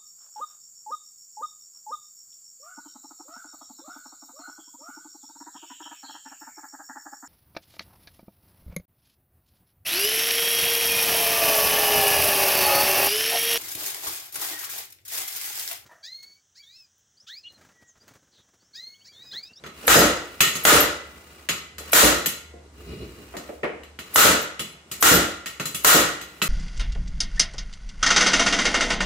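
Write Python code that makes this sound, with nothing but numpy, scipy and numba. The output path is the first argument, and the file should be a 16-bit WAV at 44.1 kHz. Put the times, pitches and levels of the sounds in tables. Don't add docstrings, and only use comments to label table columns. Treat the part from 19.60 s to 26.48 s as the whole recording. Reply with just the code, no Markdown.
import sys
import numpy as np
from scipy import signal
from scipy.fft import rfft, irfft
from scipy.io import wavfile
from numba import njit

SR = 44100
rng = np.random.default_rng(int(sys.argv[2]) if len(sys.argv) > 2 else 0)


def inscribe(sig):
    pcm = np.round(np.clip(np.atleast_2d(sig).T, -1, 1) * 32767)
    wavfile.write(sys.argv[1], SR, pcm.astype(np.int16))


N = 303408
EVENT_N = 40000
EVENT_T_S, SCENE_T_S = np.arange(EVENT_N) / SR, np.arange(N) / SR

# (time [s], level [dB], treble [dB], flange ring [dB], recoil delay [s],
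# recoil [dB], recoil bass [dB], stroke rub [dB], hiss lead [s], hiss [dB])
SLAMS = [(0.2788, 3, 0.5, -14, 0.071, -9.5, 1, -40, 0.013, -20),
         (1.0513, 2, 1, -12, 0.07, -13, -1.5, -42.5, 0.019, -26.5),
         (2.3315, 1, 6, -11.5, 0.096, -15.5, 1, -40.5, .015, -23),
         (4.5583, 1.5, 4, -9.5, 0.085, -16, 1, -43.5, 0.021, -23.5),
         (5.4252, 0, 4.5, -9.5, .086, -17.5, 6, -47, 0.022, -25),
         (6.2463, 0.5, 5.5, -8, 0.097, -18.5, 2.5, -48, 0.012, -30)]
# (time [s], level [dB], bass [dB], bite near 3 kHz [dB], treble [dB])
CLINKS = [(0.038, -35.5, 4, -8.5, -21), (0.062, -40.5, 6, 1, -10.5), (0.8052, -12.5, -2.5, 3.5, 0.5),
          (0.953, -29, 3, -5, 0), (1.8884, -19.5, -3.5, 0, -5.5), (2.182, -35, -2.5, -4, -2),
          (2.659, -27.5, 2.5, 4.5, 7), (3.767, -34, 5.5, -7, -5.5), (4.234, -46, -1, 2.5, -9.5),
          (4.3889, -34.5, 1.5, 0.5, -7), (4.994, -35, 2, 10, 5.5), (5.001, -33.5, 6.5, -11, -9),
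          (5.3141, -35, 2.5, 2, 6), (5.859, -30.5, -4.5, 1.5, -2), (5.998, -24.5, 2.5, -5, -11.5),
          (6.055, -35.5, 7.5, 5, 9.5), (6.1458, -36.5, 3, 8, 11), (6.612, -40, 2.5, 5, 1),
          (6.817, -17, -15, -6, -14.5), (6.822, -32.5, 12.5, 6, 11.5)]
# (time [s], pitch [Hz], level [dB])
PINGS = [(0.391, 13265, -12), (1.204, 13200, -11), (2.659, 13265, -18), (4.818, 14400, -26),
         (5.539, 13300, -10), (6.334, 13265, -7)]
# (time [s], level [dB], softness corner [Hz])
KNOCKS = [(.043, -56, 304), (0.239, -43, 700), (1.016, -47, 802), (2.203, -46.5, 900), (2.939, -45, 400),
          (3.739, -39, 1210), (3.753, -40, 950), (3.889, -37, 690), (4.032, -29.5, 2170),
          (4.043, -28, 1410)]
# (start [s], length [s], level [dB])
PULLS = [(0.552, 0.51, -49), (1.377, 0.56, -52), (3.114, 0.93, -52), (6.623, 0.42, -52)]
# (time [s], level [dB])
HUM_SWELL = [(0, -74), (1.2, -58), (3.05, -49.5), (4.4, -53.5), (5.2, -64), (6.88, -65)]

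# (frequency [Hz], level [dB], t60 [s])
STEEL_MODES = [(1290, -10.5, 0.57), (1326, -7, 0.49), (1430, -24, .45), (1857, -2, 0.15), (2020, -6, 1),
               (2175, -5, 0.98), (2650, -7.5, 0.24), (3030, -6.5, .35), (3406, -5.5, 0.23),
               (4080, -1, 0.24), (4800, -11, .2), (5010, -3.5, .16), (6430, -2.5, .35), (6780, -2, 0.14),
               (7500, -15, .3), (7840, -5, 0.26), (9065, -10, .2), (9800, 5, 0.27), (10020, -0.5, .25),
               (11600, -2.5, 0.3), (12800, -16, .2), (13265, 4, .3), (13500, -2, .25), (14000, -18, 0.31),
               (15280, -23, .2)]
FLANGE_MODES = [(1260, -6.5, 0.5), (1305, 4.5, .55), (1372, 0, 0.71), (1412, -5.5, 0.9), (1465, -1.5, 0.38),
                (1700, -13, .45), (1800, -11, 0.36), (1890, 2, 0.66), (2000, -6, 0.95), (2075, -21.5, 0.92)]
BODY_MODES = [(57.8, -5, 0.43), (89.2, -12.5, 0.53), (174.4, -5.5, 0.45), (265, -6, 0.24),
              (304, -1.5, 0.54), (349.4, -5, 0.61), (442.5, 1, 0.42), (475.6, 0, 0.46), (525, -9, 0.37),
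              (591, 1, 0.5), (699, -1, 0.43)]
MINOR_MODES = rng.standard_normal(400)

# (frequency [Hz], relative density [dB])
SLAM_COLOUR = [(40, -32), (150, -8), (300, -5.5), (500, -3), (750, 1), (1100, 1.5), (1340, 8), (1600, 6),
               (2400, -3.5), (3600, -1.5), (5000, -7.5), (7200, -1), (9400, -8), (12800, -3.5), (16000, -7)]
THUD_COLOUR = [(25, -42), (58, -8.5), (110, -8), (180, 0), (310, 0), (520, 2.5), (800, -9.5), (1500, -10.5),
               (3000, -15.5), (7000, -12.5), (16000, -23.5)]
HISS_COLOUR = [(100, -18), (1000, -23.5), (3000, 4), (8000, 10), (13000, 28.5), (16000, -11)]
CLINK_COLOUR = [(40, -24), (170, 10.5), (260, 2), (480, 2), (850, -4), (1300, 3.5), (2000, -1), (3000, 1.5),
                (5400, -2), (7800, 1.5), (9000, -4), (10800, -13.5), (12000, -2.5), (16000, -9)]
KNOCK_COLOUR = [(30, -26), (100, -42), (170, -4.5), (480, 2.5), (850, -4.5), (1300, -7.5), (2300, -2.5),
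                (4000, -15.5), (16000, -24)]
RUB_COLOUR = [(50, 0), (400, 8.5), (800, 4), (1350, 7.5), (2000, 5.5), (5000, -3), (8500, -2.5),
              (11000, -7.5), (16000, -3.5)]
RUMBLE_COLOUR = [(25, -36), (62, 16.5), (110, 2), (170, 3.5), (450, 1), (700, -10), (1300, -23),
                 (4000, -28), (16000, -52)]
HUM_COLOUR = [(30, -39), (60, -4.5), (76, 15.5), (92, -33), (130, -41), (1000, -73), (16000, -86)]
AIR_COLOUR = [(25, -15), (65, -37), (130, 7), (400, 3.5), (1000, -0.5), (3000, -10), (8000, -10.5),
              (16000, -33.5)]

# (frequency [Hz], t60 [s])
ROOM_T60 = [(60, 0.54), (200, 0.47), (500, 0.57), (1400, 0.54), (3000, 0.55), (6000, 0.47), (10000, 0.38),
            (15000, 0.33)]
# (frequency [Hz], side minus mid [dB])
STEREO_WIDTH = [(60, -30.5), (125, -18.5), (250, -13), (500, -11), (1000, -1.5), (16000, 0)]


def slams():
    out = np.zeros((2, N))
    for at_s, db, treble_db, flange_db, delay_s, recoil_db, bass_db, _, lead_s, hiss_db in SLAMS:
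        add(out, at_s - lead_s, amp(hiss_db) * hiss(0.9 * lead_s))
        add(out, at_s, amp(db) * blow(treble_db, flange_db))
        add(out, at_s + delay_s, amp(recoil_db) * recoil(bass_db))
    return out


def blow(treble_db, flange_db):
    lift = [(1500, 0.0033), (9000, treble_db)]
    burst = crack(SLAM_COLOUR, lift, direct_db=3, t60_s=0.04, build_s=0.033, peak_db=0.5, ripple_db=2.5)
    flange = amp(flange_db) * ring(FLANGE_MODES, detune=0.00038)
    pulse = amp(3.5) * clack(460, 2210, t60_s=0.015)
    return burst + flange + pulse + amp(-15) * ring(BODY_MODES)


def recoil(bass_db):
    lift = [(200, bass_db), (500, 0.0017)]
    thud = crack(THUD_COLOUR, lift, direct_db=3.5, t60_s=0.26, build_s=0.0044,
                 peak_db=12, ripple_db=-2.5, rise_s=0.0096)
    return amp(0.5) * thud + amp(2) * ring(BODY_MODES, lift) * rise(0.003)


def hiss(length_s):
    envelope = np.minimum(2 * EVENT_T_S / length_s, 1) * (EVENT_T_S < length_s)
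    return noise(HISS_COLOUR, EVENT_N) * envelope


def clinks():
    out = np.zeros((2, N))
    for at_s, db, bass_db, bite_db, treble_db in CLINKS:
        lift = [(400, bass_db), (1500, 0.013), (2900, bite_db), (4500, treble_db / 2), (10000, treble_db)]
        tap = crack(CLINK_COLOUR, lift, direct_db=5.5, t60_s=0.14, build_s=0.0052,
                    peak_db=12, ripple_db=3)
        steel = amp(-7) * ring(STEEL_MODES, lift)
        pulse = amp(3 + bite_db - treble_db / 2) * clack(1170, 3020, t60_s=0.021)
        add(out, at_s, amp(db) * (amp(-4) * tap + steel + pulse))
    return out


def pings():
    out = np.zeros((2, N))
    for at_s, hz, db in PINGS:
        add(out, at_s, amp(db) * ring([(hz, 0, 0.15), (hz + 55, -3, 0.12)], detune=0.00041))
    return out


def knocks():
    out = np.zeros((2, N))
    for at_s, db, corner_hz in KNOCKS:
        lift = [(corner_hz, 0), (2 * corner_hz, -11), (10 * corner_hz, -30)]
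        bump = crack(KNOCK_COLOUR, lift, direct_db=7, t60_s=0.14, build_s=0.0094,
                     peak_db=6.5, ripple_db=1)
        body = amp(-1) * ring(BODY_MODES, [(100, -12.5), (400, 3.5)])
        add(out, at_s, amp(db) * (bump + body))
    return out


def handling(shift_s=3.392, spread_s=0.12, shift_db=-36.5, shake_db=-16.5, held_db=-61.5):
    slide = slide_gain()
    shift = amp(shift_db) * np.exp(-0.5 * ((SCENE_T_S - shift_s) / spread_s) ** 2)
    rub = noise(RUB_COLOUR, N, steel_db(N, peak_db=0, ripple_db=4, width_hz=21))
    rub *= stick_slip(rate_hz=180, depth_db=2)
    rumble = noise(RUMBLE_COLOUR, N, steel_db(N, peak_db=12, ripple_db=10, width_hz=32))
    rumble *= stick_slip(rate_hz=30, depth_db=4)
    return rub * slide + rumble * (shift + amp(shake_db) * slide + amp(held_db))


def slide_gain(stroke_s=0.16, ramp_s=0.11):
    out = np.zeros((1, N))
    for at_s, *_, rub_db, _, _ in SLAMS:
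        add(out, at_s - stroke_s, amp(rub_db) * (EVENT_T_S / stroke_s) * (EVENT_T_S < stroke_s))
    for at_s, length_s, db in PULLS:
        inside_s = np.minimum(SCENE_T_S - at_s, at_s + length_s - SCENE_T_S)
        out += amp(db) * np.clip(inside_s / ramp_s, 0, 1)
    return out


def stick_slip(rate_hz, depth_db):
    steps = rng.standard_normal(N // 50)
    return amp(depth_db * np.interp(SCENE_T_S * rate_hz, np.arange(len(steps)), steps))


def crack(colour, lift, direct_db, t60_s, build_s, peak_db, ripple_db, rise_s=0.0004):
    lift_db = over_hz(lift, EVENT_N) + steel_db(EVENT_N, peak_db, ripple_db)
    direct = amp(direct_db) * noise(colour, EVENT_N, lift_db) * fade(t60_s) * rise(rise_s)
    echo = garage(noise(colour, EVENT_N, lift_db)) * rise(build_s)
    return direct + echo


def clack(low_hz, high_hz, t60_s):
    band = signal.butter(3, [low_hz, high_hz], "band", fs=SR, output="sos")
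    pulse = signal.sosfilt(band, rng.standard_normal(EVENT_N) * fade(t60_s))
    return pulse / np.abs(pulse).max()


def ring(modes, lift=None, detune=0.0012, scatter_db=2, max_t60_s=0.95):
    out = 0
    for hz, db, t60_s in modes:
        strength, mistune, phase, skew = rng.standard_normal(4)
        lift_db = np.interp(hz, *np.transpose(lift)) if lift else 0
        phase_turns = phase + np.array([[skew], [-skew]]) * min(hz / SR * 10, 0.5)
        tone = np.sin(2 * np.pi * (hz * (1 + detune * mistune) * EVENT_T_S + phase_turns))
        out += amp(db + scatter_db * strength + lift_db) * fade(min(t60_s, max_t60_s)) * tone
    return out / np.sqrt(sum(amp(db) ** 2 for _, db, _ in modes))


def steel_db(size, peak_db, ripple_db, width_hz=45, spacing_hz=60, scatter_db=2):
    hz = np.fft.rfftfreq(size, 1 / SR)
    offsets_db = scatter_db * rng.standard_normal(len(STEEL_MODES))
    peaks = sum(amp(db + peak_db + offset_db) ** 2 / (1 + ((hz - mode_hz) / width_hz) ** 2) ** 2
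                for (mode_hz, db, _), offset_db in zip(STEEL_MODES, offsets_db))
    ripple = np.interp(hz / spacing_hz, np.arange(len(MINOR_MODES)), MINOR_MODES)
    return 10 * np.log10(1 + peaks) + ripple_db * ripple * np.clip(hz / 1200, 0, 1)


def garage(sound):
    spectrum, echo = rfft(sound), 0
    for band_hz, t60_s in ROOM_T60:
        band = over_hz([(hz, float(hz == band_hz)) for hz, _ in ROOM_T60], EVENT_N)
        echo += irfft(spectrum * band, EVENT_N) * fade(t60_s)
    return echo


def background():
    hum_db = np.interp(SCENE_T_S, *np.transpose(HUM_SWELL))
    return amp(hum_db) * noise(HUM_COLOUR, N) + amp(-56) * noise(AIR_COLOUR, N)


def noise(colour, size, lift_db=0):
    mid, side = rfft(rng.standard_normal((2, size)))
    width = amp(over_hz(STEREO_WIDTH, size))
    diffuse = (mid + np.array([[1], [-1]]) * width * side) / np.sqrt(1 + width ** 2)
    spectrum = diffuse * amp(over_hz(colour, size))
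    return irfft(spectrum * amp(lift_db), size) / irfft(spectrum, size).std()


def over_hz(points, size):
    hz, value = np.transpose(points)
    return np.interp(np.log(np.fft.rfftfreq(size, 1 / SR) + 1), np.log(hz), value)


def amp(db):
    return 10 ** (np.asarray(db) / 20)


def rise(tau_s):
    return 1 - np.exp(-EVENT_T_S / tau_s)


def fade(t60_s):
    return np.exp(-np.log(1000) * EVENT_T_S / t60_s)


def add(out, at_s, sound):
    start = max(int(at_s * SR), 0)
    out[:, start:start + sound.shape[-1]] += sound[..., :N - start]


def scene():
    dry = slams() + clinks() + pings() + knocks() + handling() + background()
    balance_db = over_hz([(1000, -0.36), (4000, 0.47), (8000, 1.8), (13000, 0.24)], N)
    return irfft(rfft(dry) * amp(np.array([balance_db, -balance_db]) / 2), N)


@njit
def follow(power, attack_s, release_s):
    out, level = np.empty(len(power)), 0.
    for i in range(len(power)):
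        tau_s = attack_s if power[i] > level else release_s
        level += (power[i] - level) / (tau_s * SR)
        out[i] = level
    return out


def record(dry, ceiling_db=-8, attack_s=0.0019, release_s=0.011, ahead_s=0.0017, low_hz=45, top_hz=15600):
    highpass = signal.butter(4, low_hz, "high", fs=SR, output="sos")
    lowpass = signal.ellip(8, 0.2, 70, top_hz, fs=SR, output="sos")
    sound = signal.sosfilt(highpass, dry)
    power = follow(np.mean(sound ** 2, axis=0), attack_s, release_s)
    power_ahead = np.interp(SCENE_T_S + ahead_s, SCENE_T_S, power)
    gain = (1 + (power_ahead / amp(ceiling_db) ** 2) ** 2) ** -0.25
    return signal.sosfilt(lowpass, np.tanh(sound * gain))


dry = scene()
out = record(dry)
inscribe(out)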